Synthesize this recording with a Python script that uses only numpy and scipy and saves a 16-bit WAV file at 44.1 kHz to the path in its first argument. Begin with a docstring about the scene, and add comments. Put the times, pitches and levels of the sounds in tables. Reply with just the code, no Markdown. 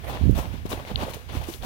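"""Dull, crunching hoofbeats and a hiss of sand: a horse walks a gritty forest path, heard from the saddle.
Each hoof loads the ground, and many tiny grain impacts merge into a burst of noise. Lighter scuffs,
hollow knocks, snapping pebbles, a few tack clicks and faint leather squeaks accompany the steps.
Turbulent wind rumbles and buffets the microphone, mostly on the right, over soft handling rubs
and a faint forest hush."""
import sys
import numpy as np
from scipy import signal
from scipy.fft import rfft, irfft
from scipy.io import wavfile
from scipy.ndimage import uniform_filter1d

SR = 44100
rng = np.random.default_rng(int(sys.argv[2]) if len(sys.argv) > 2 else 0)


def pcm_store(signal):
    """Save signal as 16-bit PCM."""
    levels = np.round(np.clip(np.atleast_2d(signal), -1, 1) * 32767)
    wavfile.write(sys.argv[1], SR, levels.astype(np.int16).T)


N = 72765
T = np.arange(N) / SR

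# Hoofbeats, then lighter scuffs as the hooves roll and lift. Each row: peak time in seconds,
# levels of dull body, gravel crunch and sand hiss in dB, rise and fall in seconds.
HOOFBEATS = [(0.104, -34.5, -41, -45.5, 0.012, 0.056), (0.391, -31, -38, -36.5, 0.013, 0.031),
             (0.727, -29, -34.5, -38.5, 0.0072, 0.016), (1.034, -31.5, -35.5, -43, 0.025, 0.023),
             (1.364, -37, -39.5, -42, 0.019, 0.037), (1.645, -36.5, -41, -43, 0.0094, 0.037)]
SCUFFS = [(0.047, -39.5, -48, -62, 0.0035, 0.0099), (0.313, -62, -66, -46, .004, 0.0074),
          (0.16, -36, -40, -62, 0.02, 0.034), (0.240, -50, -47.5, -54.5, 0.023, 0.089),
          (0.354, -44, -39.5, -40.5, 0.0019, 0.02), (0.456, -41, -50, -69, 0.021, 0.02),
          (0.540, -47, -47.5, -55.5, 0.012, 0.075), (0.666, -38.5, -42, -44, 0.0059, 0.004),
          (0.696, -44.5, -47, -39.5, 0.0025, 0.012), (0.708, -41, -42, -35.5, 0.0038, 0.021),
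          (0.802, -38.5, -45, -71, 0.008, 0.018), (0.887, -44, -42, -49, 0.014, .018),
          (0.916, -36.5, -43, -56, 0.013, 0.0071), (1.088, -37.5, -49.5, -49, 0.019, 0.031),
          (1.107, -50, -41.5, -41, 0.0073, 0.016), (1.144, -39, -38.5, -37, 0.0044, 0.013),
          (1.294, -40.5, -41.5, -53.5, 0.0033, 0.046), (1.42, -37.5, -46, -48, 0.006, .014),
          (1.441, -51, -41, -43, 0.0047, 0.016), (1.499, -39.5, -44, -39, 0.017, 0.018),
          (1.535, -52.5, -45, -39.5, 0.014, 0.042)]
# Spectra of the three parts of a contact. Each row: frequency in Hz, relative level in dB.
BODY_SPECTRUM = [(90, -27), (190, -4.5), (290, 1), (420, 0), (600, 2.5), (800, 3), (1130, 0.5),
                 (1500, -7.5), (3000, -25.5)]
CRUNCH_SPECTRUM = [(700, -68), (1400, -3), (2100, 0.5), (2600, 1.5), (3400, 1.5), (4300, -3), (5200, -10),
                   (7000, -17), (12000, -55)]
SAND_SPECTRUM = [(2500, -31), (4500, -2), (6200, 2.5), (7500, -2), (10000, 0.5), (13000, 0), (15500, 0)]
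# Hoof on packed earth. Each row: start in seconds, level in dB, pitch in Hz, decay in seconds.
KNOCKS = [(0.914, -24, 215, 0.0034), (1.021, -27.5, 346, 0.0033), (1.033, -19, 232, 0.0032),
          (1.066, -32, 530, .007), (1.0812, -32.5, 529, 0.0098), (1.168, -34, 450, 0.0053),
          (1.352, -27.5, 267, 0.0047), (1.487, -22, 327, 0.0034), (1.499, -30, 338, 0.0052),
          (1.545, -40.5, 384, 0.0083)]
# Pebbles snapping underfoot. Each row: start in seconds, level in dB.
PEBBLE_SNAPS = [(0.172, -29.5), (0.349, -35), (0.4552, -29), (0.7175, -31), (0.73, -21.5), (0.7756, -25),
                (0.8501, -28.5), (0.959, -34), (1.286, -42)]
# Spectrum of a snap. Each row: frequency in Hz, relative level in dB.
PEBBLE_SPECTRUM = [(250, 1), (700, 8), (1200, -23), (2100, 8), (3600, -10), (5500, -21), (12000, -35)]
# Hard grains under the heaviest hoof. Each row: start in seconds, level in dB, pitch in Hz.
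CHINKS = [(0.721, -24.5, 3650), (0.729, -23, 3980)]
# Clicks of tack. Each row: peak time in seconds, left and right levels in dB.
TACK_CLICKS = [(0.959, -5, -32), (1.137, -25, -37), (1.5394, -22.5, -39), (1.6250, -26.5, -53)]
# Faint, high, rising squeaks of leather.
# Each row: peak time in seconds, level in dB, pitch in Hz, half length in seconds.
LEATHER_SQUEAKS = [(0.052, -58, 9050, .011), (0.053, -57, 12400, .007), (0.084, -54, 10000, 0.01),
                   (0.089, -46, 12600, 0.012), (0.097, -48, 15150, 0.013)]
# Air striking the microphone. Each row: centre in seconds, left and right levels in dB, pitch in Hz.
BUFFETS = [(0.214, -50, -14.5, 146), (0.239, -51, -16.5, 155), (0.256, -46, -15, 196),
           (0.266, -39, -11.5, 126), (0.2962, -32, -4.5, 192), (0.338, -45, -19, 132),
           (0.39, -44, -15.5, 228), (0.499, -59, -31, 138), (0.542, -51, -26, 214),
           (0.6555, -17.5, -62, 222), (0.7378, -20, -49, 263), (1.159, -53, -27, 105),
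           (1.374, -46, -19, 77), (1.405, -57, -24, 74)]
# Wind strength at each microphone. Each row: time in seconds, level in dB.
GUSTS_LEFT = [(0, -61), (.18, -37), (.38, -46.5), (.55, -55), (.63, -39.5), (.66, -38), (.78, -46),
              (.87, -49.5), (1.12, -53), (1.21, -57), (1.37, -39), (1.54, -57), (1.65, -46)]
GUSTS_RIGHT = [(0, -36.5), (.08, -29.5), (.195, -32.5), (0.221, -18), (.30, -11), (.345, -19),
               (0.401, -20.5), (.43, -31.5), (.50, -26.5), (0.649, -33.5), (.78, -31.5), (.86, -41.5),
               (0.954, -24), (1.04, -31.5), (1.22, -41), (1.325, -30.5), (1.378, -31), (1.44, -33),
               (1.56, -39), (1.62, -31.5), (1.65, -28)]
# Handling rubs. Each row: peak time in seconds, level in dB, half length in seconds.
RUBS = [(0.045, -40, 0.0078), (0.083, -33, 0.014), (0.887, -39, 0.014), (0.997, -40.5, 0.025),
        (1.433, -52, 0.013)]
# Forest hush and settling grit. 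Each row: time in seconds, level in dB.
HUSH_LEVEL = [(0, -46), (.33, -46.5), (.54, -45.5), (.625, -50.5), (.80, -46), (1.15, -47), (1.26, -50),
              (1.40, -47), (1.59, -55), (1.65, -37)]
# Spectra of the wind, rubs and hush. Each row: frequency in Hz, relative level in dB.
WIND_SPECTRUM = [(20, -66), (40, -6.5), (70, 2), (120, -7), (170, -13), (260, -20), (400, -34.5),
                 (650, -40.5), (1500, -87)]
RUB_SPECTRUM = [(250, 4), (700, 12), (1300, -5), (2100, 2), (3300, -6.5), (4800, -21), (6500, -18),
                (8100, -36), (11000, -23), (15500, -26)]
HUSH_SPECTRUM = [(40, -6), (200, -6.5), (450, 0), (900, -5.5), (1600, -2), (3400, -6.5), (5200, -12),
                 (8000, -18.5), (15500, -15.5)]
# The right microphone against the left. Each row: frequency in Hz, gain in dB.
RIGHT_GAIN = [(150, 7), (300, 1), (500, 0.5), (1200, -2.5), (2000, -5.5), (3300, -10.5), (4500, -16.5),
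              (6300, -14), (8100, -26), (10500, -15.5), (15500, -17)]
# Likeness of the two channels. Each row: frequency in Hz, correlation coefficient.
CORRELATION = [(150, 0.48), (450, 0.8), (740, 0.53), (1200, -0.37), (2000, -0.44), (3300, 0.26),
               (5500, -0.12)]


def hooves(settle_db=(-10.5, -7.5, -9.5), settle_s=0.068):
    """Incoherent contacts add in power: each swells under load, dies quickly and leaves settling grit."""
    power = np.zeros((3, N))
    for peak, body_db, crunch_db, sand_db, rise, fall in HOOFBEATS + SCUFFS:
        before, after = np.maximum(peak - T, 0), np.maximum(T - peak, 0)
        press = np.exp(-(before / (2 * rise)) ** 2)
        settling = amp(settle_db)[:, None] ** 2 * np.exp(-2 * after / settle_s)
        release = np.exp(-2 * after / fall) + settling
        power += amp([[body_db], [crunch_db], [sand_db]]) ** 2 * press ** 2 * release
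    body, crunch, sand = np.sqrt(power)
    return (body * grit(BODY_SPECTRUM, smooth_db=-2.5)
            + crunch * grit(CRUNCH_SPECTRUM, smooth_db=1.0)
            + sand * grit(SAND_SPECTRUM, smooth_db=0.5))


def grit(spectrum, smooth_db, grains_per_s=2600, spread_db=3.5):
    """Random impacts of unequal size form shot noise, laid over the smooth noise of friction."""
    sizes = amp(spread_db * np.minimum(rng.exponential(1, N), 4))
    struck = rng.random(N) < grains_per_s / SR
    grains = unit(sizes * struck * rng.choice([-1, 1], (2, N)))
    return colour(grains + amp(smooth_db) * rng.standard_normal((2, N)), spectrum)


def knocks():
    """A hoof striking packed earth excites one heavily damped low resonance, louder on the right."""
    hollow = sum(amp(db) * ring(start, hz, decay) for start, db, hz, decay in KNOCKS)
    return hollow * amp([[-4], [6.5]])


def pebbles(rise_s=0.00023, decay_s=0.0022):
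    """Stone meets stone so briefly that the energy spreads over a wide band."""
    level = sum(amp(db) * np.clip((T - start) / rise_s, 0, 1) * np.exp(-abs(T - start) / decay_s)
                for start, db in PEBBLE_SNAPS)
    return level * noise(PEBBLE_SPECTRUM)


def chinks():
    """Crushed grains, small and stiff, vibrate briefly in the treble, mostly on the left."""
    ringing = sum(amp(db) * ring(start, hz, decay_s=0.002) for start, db, hz in CHINKS)
    return ringing * amp([[0], [-14]])


def tack_clicks(centre_hz=3674, bandwidth_hz=1800, half_length_s=0.00067):
    """Each dry click is a wave packet, confined to one treble band by its tapered sinc envelope."""
    out = np.zeros((2, N))
    for peak, left_db, right_db in TACK_CLICKS:
        t = T - peak
        envelope = np.sinc(bandwidth_hz * t) * gaussian(peak, half_length_s)
        out += amp([[left_db], [right_db]]) * envelope * np.cos(2 * np.pi * centre_hz * t)
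    return out


def leather_squeaks(bandwidth_hz=690, glide_hz_per_s=5800):
    """Leather squeaks faintly on the left: random modulation widens each rising tone to a narrow band."""
    out = np.zeros(N)
    band = np.exp(-(2 * np.fft.fftfreq(N, 1 / SR) / bandwidth_hz) ** 2)
    for peak, db, hz, half_length in LEATHER_SQUEAKS:
        flutter = np.fft.ifft(band * np.exp(2j * np.pi * rng.random(N)))
        cycles = np.cumsum(hz + glide_hz_per_s * (T - peak)) / SR
        tone = unit((flutter * np.exp(2j * np.pi * cycles)).real)
        out += amp(db) * gaussian(peak, half_length) * tone
    return out * amp([[0], [-18]])


def buffets(boom_hz=80.5, boom_q=4.2, boom_db=4):
    """Each buffet is one compression and rarefaction, which drives a low resonance into a short boom."""
    pressure = np.zeros((2, N))
    for centre, left_db, right_db, hz in BUFFETS:
        phase = 2 * np.pi * hz * (T - centre)
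        pressure -= amp([[left_db], [right_db]]) * phase * np.exp((1 - phase ** 2) / 2)
    boom = signal.lfilter(*signal.iirpeak(boom_hz, boom_q, fs=SR), pressure)
    return pressure + amp(boom_db) * boom


def wind():
    """Turbulence is local, so each microphone has an independent rumble whose level follows the gusts."""
    eddies = noise(WIND_SPECTRUM)
    local_power = uniform_filter1d(eddies ** 2, size=1800, axis=1)
    steady_rumble = eddies / np.sqrt(local_power + 0.05)
    gust_db = [np.interp(T, *np.transpose(gusts)) for gusts in (GUSTS_LEFT, GUSTS_RIGHT)]
    return steady_rumble * amp(gust_db)


def handling():
    """Friction close to the right microphone gives short, soft swells of noise."""
    level = sum(amp(db) * gaussian(peak, half_length) for peak, db, half_length in RUBS)
    return level * noise(RUB_SPECTRUM) * amp([[-9], [0]])


def forest():
    """Slow amplitude modulation makes a faint broadband hush swell and sink."""
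    return amp(np.interp(T, *np.transpose(HUSH_LEVEL))) * noise(HUSH_SPECTRUM)


def at_microphones(pair):
    """One sound field reaches two microphones partly correlated, and duller on the right."""
    left, independent = rfft(pair)
    correlation = np.clip(per_bin(CORRELATION), -1, 1)
    right = correlation * left + np.sqrt(1 - correlation ** 2) * independent
    return irfft(np.array([left, right * amp(per_bin(RIGHT_GAIN))]), N)


def ring(start, hz, decay_s, rise_s=0.00026):
    """A struck, damped oscillator vibrates as an exponentially decaying sine."""
    t = np.maximum(T - start, 0)
    return (1 - np.exp(-t / rise_s)) * np.exp(-t / decay_s) * np.sin(2 * np.pi * hz * t)


def gaussian(peak, half_length):
    """A bell-shaped envelope whose standard deviation is half_length seconds."""
    return np.exp(-((T - peak) / half_length) ** 2 / 2)


def noise(spectrum):
    """Filtered white noise takes the filter's spectrum; the two channels are independent."""
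    return colour(rng.standard_normal((2, N)), spectrum)


def colour(x, spectrum):
    """Multiplication in frequency filters x; the result has rms 1."""
    return unit(irfft(rfft(x) * amp(per_bin(spectrum)), N))


def per_bin(points):
    """Interpolation in log frequency gives a table's value at every bin."""
    hz, value = np.transpose(points)
    return np.interp(np.log(np.fft.rfftfreq(N, 1 / SR) + 1), np.log(hz), value)


def unit(x):
    """Normalisation brings each channel to rms 1."""
    return x / np.sqrt(np.mean(x ** 2, -1, keepdims=True) + 1e-20)


def amp(db):
    """Amplitude grows tenfold for every 20 dB."""
    return 10 ** (np.asarray(db) / 20)


def scene():
    """Pressures superpose: hooves, tack and forest, with wind and handling at the microphone."""
    ground = at_microphones(hooves() + pebbles() + forest()) + knocks() + chinks()
    return ground + tack_clicks() + leather_squeaks() + handling() + wind() + buffets()


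def record(dry):
    """A linear-phase low-pass filter limits the bandwidth to 15.9 kHz."""
    low_pass = signal.firwin(1023, 15900, window=("kaiser", 9), fs=SR)
    return signal.oaconvolve(dry, low_pass[None], "same")


dry = scene()
out = record(dry)
pcm_store(out)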